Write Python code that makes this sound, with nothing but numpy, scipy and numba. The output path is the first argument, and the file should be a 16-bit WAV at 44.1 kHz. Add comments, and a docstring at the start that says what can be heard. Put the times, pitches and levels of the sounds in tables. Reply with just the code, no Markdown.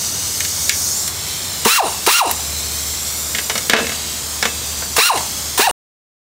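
"""Beside a car's wheel hub: two unsteady sine drones of an engine some way off, under dull yard noise, and close by
an air wrench whose leaking coupling hisses: shaped noise with a whistle. The steel socket taps (noise bursts and
ringing modes), then two trigger blips whoop: noise for exhaust, harmonics of the vane rate for the motor, rattle.
Heavier clanks on the suspension follow, then two more blips with a single light contact between them, and an
abrupt stop. The camera's microphone is mono, and its gain control ducks under each blast."""
import sys
import numpy as np
from scipy import signal
from scipy.fft import rfft, irfft, next_fast_len
from scipy.io import wavfile
from scipy.ndimage import uniform_filter1d, map_coordinates
from numba import njit

SR = 44100
rng = np.random.default_rng(int(sys.argv[2]) if len(sys.argv) > 2 else 0)


def pcm_store(signal):
    """Save signal as 16-bit PCM."""
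    levels = np.round(np.clip(np.atleast_2d(signal), -1, 1) * 32767)
    wavfile.write(sys.argv[1], SR, levels.astype(np.int16).T)


N = 274294

# Dull noise of the yard. Each row: frequency in Hz, density in dB per Hz.
YARD = [(20, -29.5), (45, -8), (80, -1), (130, 3), (250, -2), (500, -4.5), (1200, -4.5), (2500, -11),
        (8000, -34)]
# The distant engine's low drone swells and sinks. Each row: time in seconds, level in dB.
LOW_DRONE = [(0, -50), (.6, -41), (1.45, -48), (2.6, -33.5), (3.55, -41.5), (4.85, -34.5), (5.25, -42),
             (5.6, -38)]
# Its upper drone sags and recedes. Each row: time in seconds, pitch in Hz, level in dB.
UPPER_DRONE = [(1.5, 90.2, -39.5), (1.9, 88.6, -53), (4.0, 84.7, -46.5), (5.0, 83, -54)]

# The leak swells while the tool is raised and drops as it turns away; later the hose swings past the camera.
# Each row: time in seconds, hiss gain in dB, top fizz gain in dB.
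LEAK = [(0, 3, 1.5), (.35, 2.1, 1.8), (.82, 4.6, 4.8), (1.03, 3.2, 3), (1.13, -.9, -.8), (2.5, 0, .6),
        (3.4, 1, 3.2), (3.9, -.8, -1.2), (5.4, 0, 0)]
# The leak's main hiss. Each row: frequency in Hz, density in dB per Hz.
HISS = [(1500, -24.5), (3000, -18.5), (4400, -2), (5200, -0.5), (6200, 1), (7600, 0.5), (8800, -1.5),
        (10500, -13.5), (16000, -34)]
# The leak's top fizz. Each row: frequency in Hz, density in dB per Hz.
FIZZ = [(7000, -31.5), (10000, -3), (12000, -3.5), (14000, -1), (16000, -6)]
# The leak's low rush. Each row: frequency in Hz, density in dB per Hz.
RUSH = [(300, -16), (1000, -30.5), (2200, 0), (3300, 2.5), (4200, 6.5), (6000, -16.5)]
# The edge whistle climbs as the hose is bent. Each row: time in seconds, pitch in Hz.
WHISTLE = [(0, 6090), (.88, 6310), (.98, 7290), (1.1, 7585), (5.6, 7400)]
# The coupling spits as the hose jerks. Each row: start in seconds, level in dB before the envelope.
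SPITS = [(1.078, -16), (2.311, -5)]
HISS_DB, FIZZ_DB, RUSH_DB = -25.5, -30.6, -31.9  # the leak at rest, before its reflections
RUSH_TRADE = .55  # dB of low rush lost for each dB of fizz gained, as the jet turns to face the camera
WHISTLE_DB, WHISTLE_GROWS = -10, 1.6  # against the hiss; extra dB for each dB that the hiss swells

# Steel contacts. Each row: start in seconds, strength in dB, weight from 0 (light tap of the socket) to 1
# (heavy knock on the suspension), bright tick in dB against the strength.
CLANKS = [(.404, -14, 0, 6), (.448, -17, .1, 1), (.694, -.5, 0, 5), (1.077, -21, .1, 9),
          (2.311, -18, .35, 3), (3.348, -11, .25, -10), (3.384, -14, .42, -4), (3.497, -10, .6, -6),
          (3.554, -17, .8, 3), (3.578, -16, .5, 5), (3.697, 1.5, .55, -2), (3.734, 5.5, .87, -20),
          (3.764, -4, .45, -11), (3.788, -15, .92, -12), (4.426, -9, .68, 1), (4.453, -10, .72, -4),
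          (4.821, -27, .9, -2), (5.174, -15, .25, 1)]
# Low thud of a contact. Each row: frequency in Hz, density in dB per Hz.
THUD = [(80, -30), (160, -15), (220, 0), (330, -8.5), (470, 0.5), (630, 3.5), (900, -4), (1280, 1),
        (1700, -3.5), (4000, -38)]
# Middle clack of a contact. Each row: frequency in Hz, density in dB per Hz.
CLACK = [(500, -35), (1150, -18.5), (1500, -2.5), (1950, 1.5), (2450, -3), (2900, -6), (3350, -2),
         (3900, -6), (4700, -7), (7000, -11), (16000, -37.5)]
# Bright tick of a contact. Each row: frequency in Hz, density in dB per Hz.
TICK = [(2000, -28), (4000, -0.5), (5500, 5), (8000, 2.5), (11000, -8.5), (16000, -5)]
# Ring of the suspension. Each row: frequency in Hz, level in dB, time to fall 60 dB in seconds.
STEEL = [(225.4, -2.5, .08), (455, -3, 0.12), (537, -6.5, 0.098), (716, -7, 0.12), (1380, 1.5, 0.049),
         (1542, 0.5, .09), (1662, -2.5, 0.18), (2190, -3.5, 0.151), (2640, -10.5, 0.32), (2940, -8.5, 0.15),
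         (3190, -11.5, 0.22), (3860, -11.5, 0.18), (4020, -13, 0.19), (4790, -12, 0.11),
         (7360, -15.5, 0.41)]
# Short ring of the hand-held socket. Each row: frequency in Hz, level in dB, time to fall 60 dB in seconds.
SOCKET = [(1792, -7, 0.019), (2172, -4, 0.0459), (2915, -5, 0.058), (3720, -8, 0.038), (5800, -7.5, .03)]
THUD_DB, THUD_PER_WEIGHT_DB = -25, 30  # a weightless tap, against its strength; what full weight adds
STEEL_DB, STEEL_PER_WEIGHT_DB = -27, 20  # the suspension's ring, in the same way
CRACK_DB = -5.5  # the first instant of a contact, against its strength
FALL_S, FALL_PER_WEIGHT_S = .035, .015  # base 60 dB fall of a light tap, scaled for each band; what weight adds
# After the loudest knock the socket chatters into its seat.
CHATTER_S, CHATTER_GAP_S, CHATTER_DB, CHATTER_WEIGHT, CHATTER_TICK_DB = 3.843, .025, -18, .42, -5

# Trigger blips. Each row: valve opens, rotor starts, air fades and rotor coasts, all in seconds; vane rate that
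# the rotor heads for in Hz; exhaust in dB, buzz in dB, buzz fall in dB per octave, coasting whoop in dB, kick in dB.
BLIPS = [(1.649, 1.656, 1.777, 1.772, 1392, -0.5, -.3, 1.5, 1.5, 3),
         (2.063, 2.073, 2.192, 2.193, 1419, -1, -1, 2, 0.5, 1.5),
         (4.964, 4.979, 5.074, 5.084, 1433, -2.5, -1.2, -1.5, -2, -4.5),
         (5.575, 5.592, 5.62, 5.664, 985, -5, -1.8, 1.5, -9, -5.5)]
# Exhaust jet. Each row: frequency in Hz, density in dB per Hz.
JET = [(60, -52), (400, -23), (750, -7.5), (1200, 1.5), (2000, 2), (4200, 2), (7000, 1.5), (10000, 0),
       (12000, -6.5), (16000, 1.5)]
# Resonances of the exhaust port. Each row: frequency in Hz, width in Hz, level in dB.
PORT = [(940, 340, -2), (1700, 330, -1.5), (2430, 490, -3), (2754, 106, 2.5), (3960, 240, 0.5),
        (5620, 99, -6), (9300, 1100, -19.5)]
# Resonances of the motor housing. Each row: frequency in Hz, width in Hz, level in dB.
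HOUSING = [(415, 150, -14.5), (753, 140, 3), (1052, 310, 1), (2830, 110, 0), (3930, 220, -5.5),
           (9100, 730, -2.5)]
# Kick of the rotor as it starts. Each row: frequency in Hz, density in dB per Hz.
KICK = [(80, -37.5), (150, -18), (215, 4), (310, -5.5), (430, 11), (600, -4.5), (1000, 6.5), (1500, -9),
        (3000, -24.5), (8000, -38.5)]

# Fading of the echo from car body and ground. Each row: frequency in Hz, time to fall 60 dB in seconds.
WALLS = [(150, 0.45), (1500, 0.19), (6000, 0.23), (15000, 0.034)]
END_S, TOP_HZ = 5.712, 15780  # where the sound stops; top of the microphone channel's band


def amp(db):
    """Amplitude factor for a level in dB."""
    return 10 ** (np.asarray(db) / 20)


def unit(x):
    """x scaled to rms 1."""
    return x / np.sqrt(np.mean(x ** 2) + 1e-20)


def clock():
    """Time of every sample in seconds."""
    return np.arange(N) / SR


def since(s):
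    """Seconds elapsed since s, zero before."""
    return np.maximum(clock() - s, 0)


def along(points, hz):
    """Values of (Hz, value) points, interpolated on a log frequency axis."""
    f, v = np.transpose(points)
    return np.interp(np.log(hz + 1), np.log(f + 1), v)


def curves(rows):
    """One value per sample for each column after the time."""
    s, *cols = np.transpose(rows)
    return [np.interp(clock(), s, c) for c in cols]


def wobble(rate):
    """A smooth random curve, rate knots a second."""
    knots = rng.standard_normal(int(N * rate / SR) + 4)
    return map_coordinates(knots, [clock() * rate])


def filtered(x, response):
    """x shaped by a response of frequency, padded so that its tail does not wrap round."""
    m = next_fast_len(N + 8192)
    return irfft(rfft(x, m) * response(np.fft.rfftfreq(m, 1 / SR)), m)[:N]


def noise(spectrum):
    """Coloured noise of rms 1."""
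    return unit(filtered(rng.standard_normal(N), lambda hz: amp(along(spectrum, hz))))


def swell(s, rise, decay):
    """An envelope that starts at s, rises and dies away, with time constants in seconds."""
    return (1 - np.exp(-since(s) / rise)) * np.exp(-since(s) / decay)


def resonances(modes):
    """Response of a cavity: one band-pass peak a mode, in alternating polarity."""
    def response(hz):
        total = 0
        for k, (centre, width, db) in enumerate(modes):
            damping = 1j * hz * width
            total = total + (-1) ** k * amp(db) * damping / (centre * centre - hz * hz + damping)
        return total
    return response


def drone(hz):
    """An engine tone of rms near 1 whose pitch and level waver."""
    phase = 2 * np.pi * np.cumsum(hz * (1 + 0.0072 * wobble(9))) / SR
    return np.sqrt(2) * np.sin(phase) * amp(1.5 * wobble(11))


def background(low_hz=74.5):
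    """Two unsteady drones of an engine some way off, over the dull noise of the yard."""
    low_db, = curves(LOW_DRONE)
    upper_hz, upper_db = curves(UPPER_DRONE)
    return amp(low_db) * drone(low_hz) + amp(upper_db) * drone(upper_hz) + amp(-34) * noise(YARD)


def near_echoes(x, share, sway, count=5):
    """Hand, hub and ground reflect the jet; their paths drift as the tool moves, so the hiss phases."""
    out = x.copy()
    for path_s in np.geomspace(.0006, .004, count):
        delay = path_s * SR * np.exp(sway * wobble(2))  # in samples
        out += share * map_coordinates(x, [np.arange(N) - delay], order=3)
    return out / np.sqrt(1 + count * share ** 2)


def eddies(width_hz):
    """Slow random flutter of rms 1 that broadens a tone into a breathy band."""
    return unit(filtered(rng.standard_normal(N), lambda hz: 1 / (1 + (hz / width_hz) ** 2)))


def edge_whistle(hiss_gain, width_hz=400, wander_db=1.6, drift=.015):
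    """A breathy tone, set against the hiss, that grows with it and shifts as the hose bends."""
    level_db = WHISTLE_DB + WHISTLE_GROWS * hiss_gain + wander_db * wobble(3)
    pitch_hz = curves(WHISTLE)[0] * (1 + drift * wobble(3))
    phase = 2 * np.pi * np.cumsum(pitch_hz) / SR
    return amp(level_db) * (eddies(width_hz) * np.cos(phase) + eddies(width_hz) * np.sin(phase))


def leak(rush_wander_db=1.8):
    """Air escapes from the coupling all the time: turbulent noise in three bands, spits and a whistle."""
    hiss_gain, fizz_gain = curves(LEAK)
    hiss_amp = amp(HISS_DB + hiss_gain)
    rush_db = RUSH_DB - RUSH_TRADE * fizz_gain + rush_wander_db * wobble(5.13)
    spits = sum(amp(db) * swell(s, rise=0.0012, decay=0.0038) for s, db in SPITS)
    fizz_amp = amp(FIZZ_DB + fizz_gain) + spits
    air = hiss_amp * noise(HISS) + fizz_amp * noise(FIZZ) + amp(rush_db) * noise(RUSH)
    air += hiss_amp * edge_whistle(hiss_gain)
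    return near_echoes(air * amp(.4 * wobble(16)), share=0.229, sway=0.094)


def ring(modes, t):
    """Decaying modes, struck at new strengths and phases each time."""
    out = np.zeros(len(t))
    for hz, db, t60 in modes:
        luck, turn = rng.standard_normal(2)
        out += amp(db + 2 * luck - 60 * t / t60) * np.sin(2 * np.pi * (hz * t + turn))
    return out


def chatter(scatter_db=2.5, count=4):
    """A quick run of small contacts, as rows like those of CLANKS."""
    rows = []
    for k, (a, b) in enumerate(rng.standard_normal((count, 2))):
        rows.append((CHATTER_S + k * CHATTER_GAP_S, CHATTER_DB + scatter_db * a,
                     CHATTER_WEIGHT + .12 * b, CHATTER_TICK_DB))
    return rows


def clanks(socket_db=-3):
    """Contacts crack, thud, clack, tick and ring; weight adds thud, length and ring of the suspension."""
    out, t = np.zeros(N + SR), np.arange(SR // 2) / SR
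    thud, clack, tick = noise(THUD), noise(CLACK), noise(TICK)
    for s, db, weight, edge_db in list(CLANKS) + chatter():
        start = round(s * SR)
        at = slice(start, start + len(t))
        thud_db = db + THUD_DB + THUD_PER_WEIGHT_DB * weight
        tick_db = db + edge_db
        steel_db = db + STEEL_DB + STEEL_PER_WEIGHT_DB * weight
        fall_db = 60 * t / (FALL_S + FALL_PER_WEIGHT_S * weight)
        blow = amp(thud_db - 0.7 * fall_db) * thud[at]
        blow += amp(db - 3.5 - 0.63 * fall_db) * clack[at]
        blow += amp(tick_db - 1.5 * fall_db) * tick[at]  # the treble dies first
        crack = amp(CRACK_DB - 60 * t / 0.0085) * (amp(db) * clack[at] + amp(tick_db) * tick[at])
        metal = amp(steel_db) * ring(STEEL, t) + amp(db + socket_db) * ring(SOCKET, t)
        out[at] += (blow + crack + metal) * (1 - np.exp(-t / 0.00095))
    return out[:N]


def vane_puffs(phase, slope_db, count=8):
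    """One puff each time a vane passes the port; unequal vanes vary the puffs over a turn."""
    puffs = sum(amp(-slope_db * np.log2(k)) * np.cos(k * phase + k * k) for k in range(1, count + 1))
    turn = phase / 6  # six vanes
    return puffs * (1 + 0.17 * np.cos(turn) + 0.065 * np.sin(2 * turn))


def wrench(spin_up_s=.0205, coast_s=.052, air_decay_s=0.027, jitter=0.0071,
           jet_db=9, port_db=8, pump_db=11, kick_db=6, rattle_db=-7):
    """The rotor speeds up towards its free speed while air flows, then friction slows it."""
    out = np.zeros(N)
    jet, kick = noise(JET), noise(KICK)
    rattle = unit(filtered(rng.standard_normal(N) * amp(4.5 * wobble(200)), resonances(HOUSING)))
    for opens, starts, fades, coasts, top_hz, exhaust_db, buzz_db, fall_db, whoop_db, jerk_db in BLIPS:
        speed = (1 - np.exp(-since(starts) / spin_up_s)) * np.exp(-since(coasts) / coast_s)
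        phase = 2 * np.pi * np.cumsum(top_hz * speed * (1 + jitter * wobble(400))) / SR

        # some air slips past the resting vanes at once; the flow then grows with speed
        valve = (1 - np.exp(-since(opens) / 0.0011)) * np.exp(-since(fades) / air_decay_s)
        flow = valve * (0.14 + speed ** 1.9)
        chopped = 1 + 0.17 * np.cos(phase)  # the vanes chop the jet
        exhaust = amp(jet_db + exhaust_db) * flow * jet * chopped

        # under pressure the puffs are sharp and buzz; a coasting rotor only pumps soft, round ones
        pressure = speed ** 1.5 * np.exp(-since(fades) / 0.031)
        buzz_amp = pressure * amp(port_db + buzz_db + 3.3 * wobble(80))
        buzz = filtered(vane_puffs(phase, slope_db=fall_db) * buzz_amp, resonances(PORT))
        pumping = (1 - np.exp(-since(coasts) / 0.0048)) * speed
        whoop_amp = pumping * amp(pump_db + whoop_db + 2.3 * wobble(130))
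        whoop = filtered(vane_puffs(phase, slope_db=12, count=3) * whoop_amp, resonances(HOUSING))

        # the hammer kicks as the rotor jerks into motion, and rattles in the housing when slack
        slack = swell(coasts, rise=0.02, decay=0.06) + 0.47 * swell(opens, rise=0.00077, decay=0.026)
        hammer = amp(kick_db + jerk_db) * kick * swell(starts, rise=0.0072, decay=0.013)
        hammer += amp(rattle_db) * rattle * slack
        out += exhaust + buzz + whoop + hammer
    return out


def wheel_arch(x):
    """A short diffuse echo from the car body and the ground: noise that fades at its own rate in each band."""
    hz, t, z = signal.stft(rng.standard_normal(SR // 3), SR, nperseg=256)
    fading = amp(-60 * t / along(WALLS, hz)[:, None])
    tail = signal.istft(z * fading, SR, nperseg=256)[1]
    late = np.pad(x, (130, 0))  # the echo begins 3 ms after the direct sound
    return signal.fftconvolve(late, tail / np.linalg.norm(tail))[:N]


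def scene():
    """Yard, leak, steel and wrench at one point; only steel and wrench excite the echo."""
    far, air, steel, tool = background(), leak(), clanks(), wrench()
    echo = wheel_arch(amp(-17) * tool + amp(-10.5) * steel)
    mono = far + air + steel + tool + echo
    return np.array([mono, mono])


@njit
def follow(x, attack, release):
    """Rises quickly towards x and falls back slowly."""
    out, held = np.empty_like(x), 0.
    for i in range(len(x)):
        held += (x[i] - held) * (attack if x[i] > held else release)
        out[i] = held
    return out


def record(dry, limit_db=-11.0, attack_s=0.0026, release_s=0.02):
    """A mono camera microphone: fast gain control, full-scale clipping, an abrupt stop and a band limit."""
    x = dry[0]
    power = np.abs(uniform_filter1d(x ** 2, size=66))  # averaged over 1.5 ms
    level_db = 10 * np.log10(power + 1e-12)
    excess_db = np.maximum(level_db - limit_db, 0)
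    duck_db = follow(excess_db, 1 / (attack_s * SR), 1 / (release_s * SR))
    held = np.clip(x * amp(-duck_db), -1, 1) * (clock() < END_S)
    out = filtered(held, lambda hz: np.exp(-(hz / TOP_HZ) ** 300))
    return np.array([out, out])


dry = scene()
out = record(dry)
pcm_store(out)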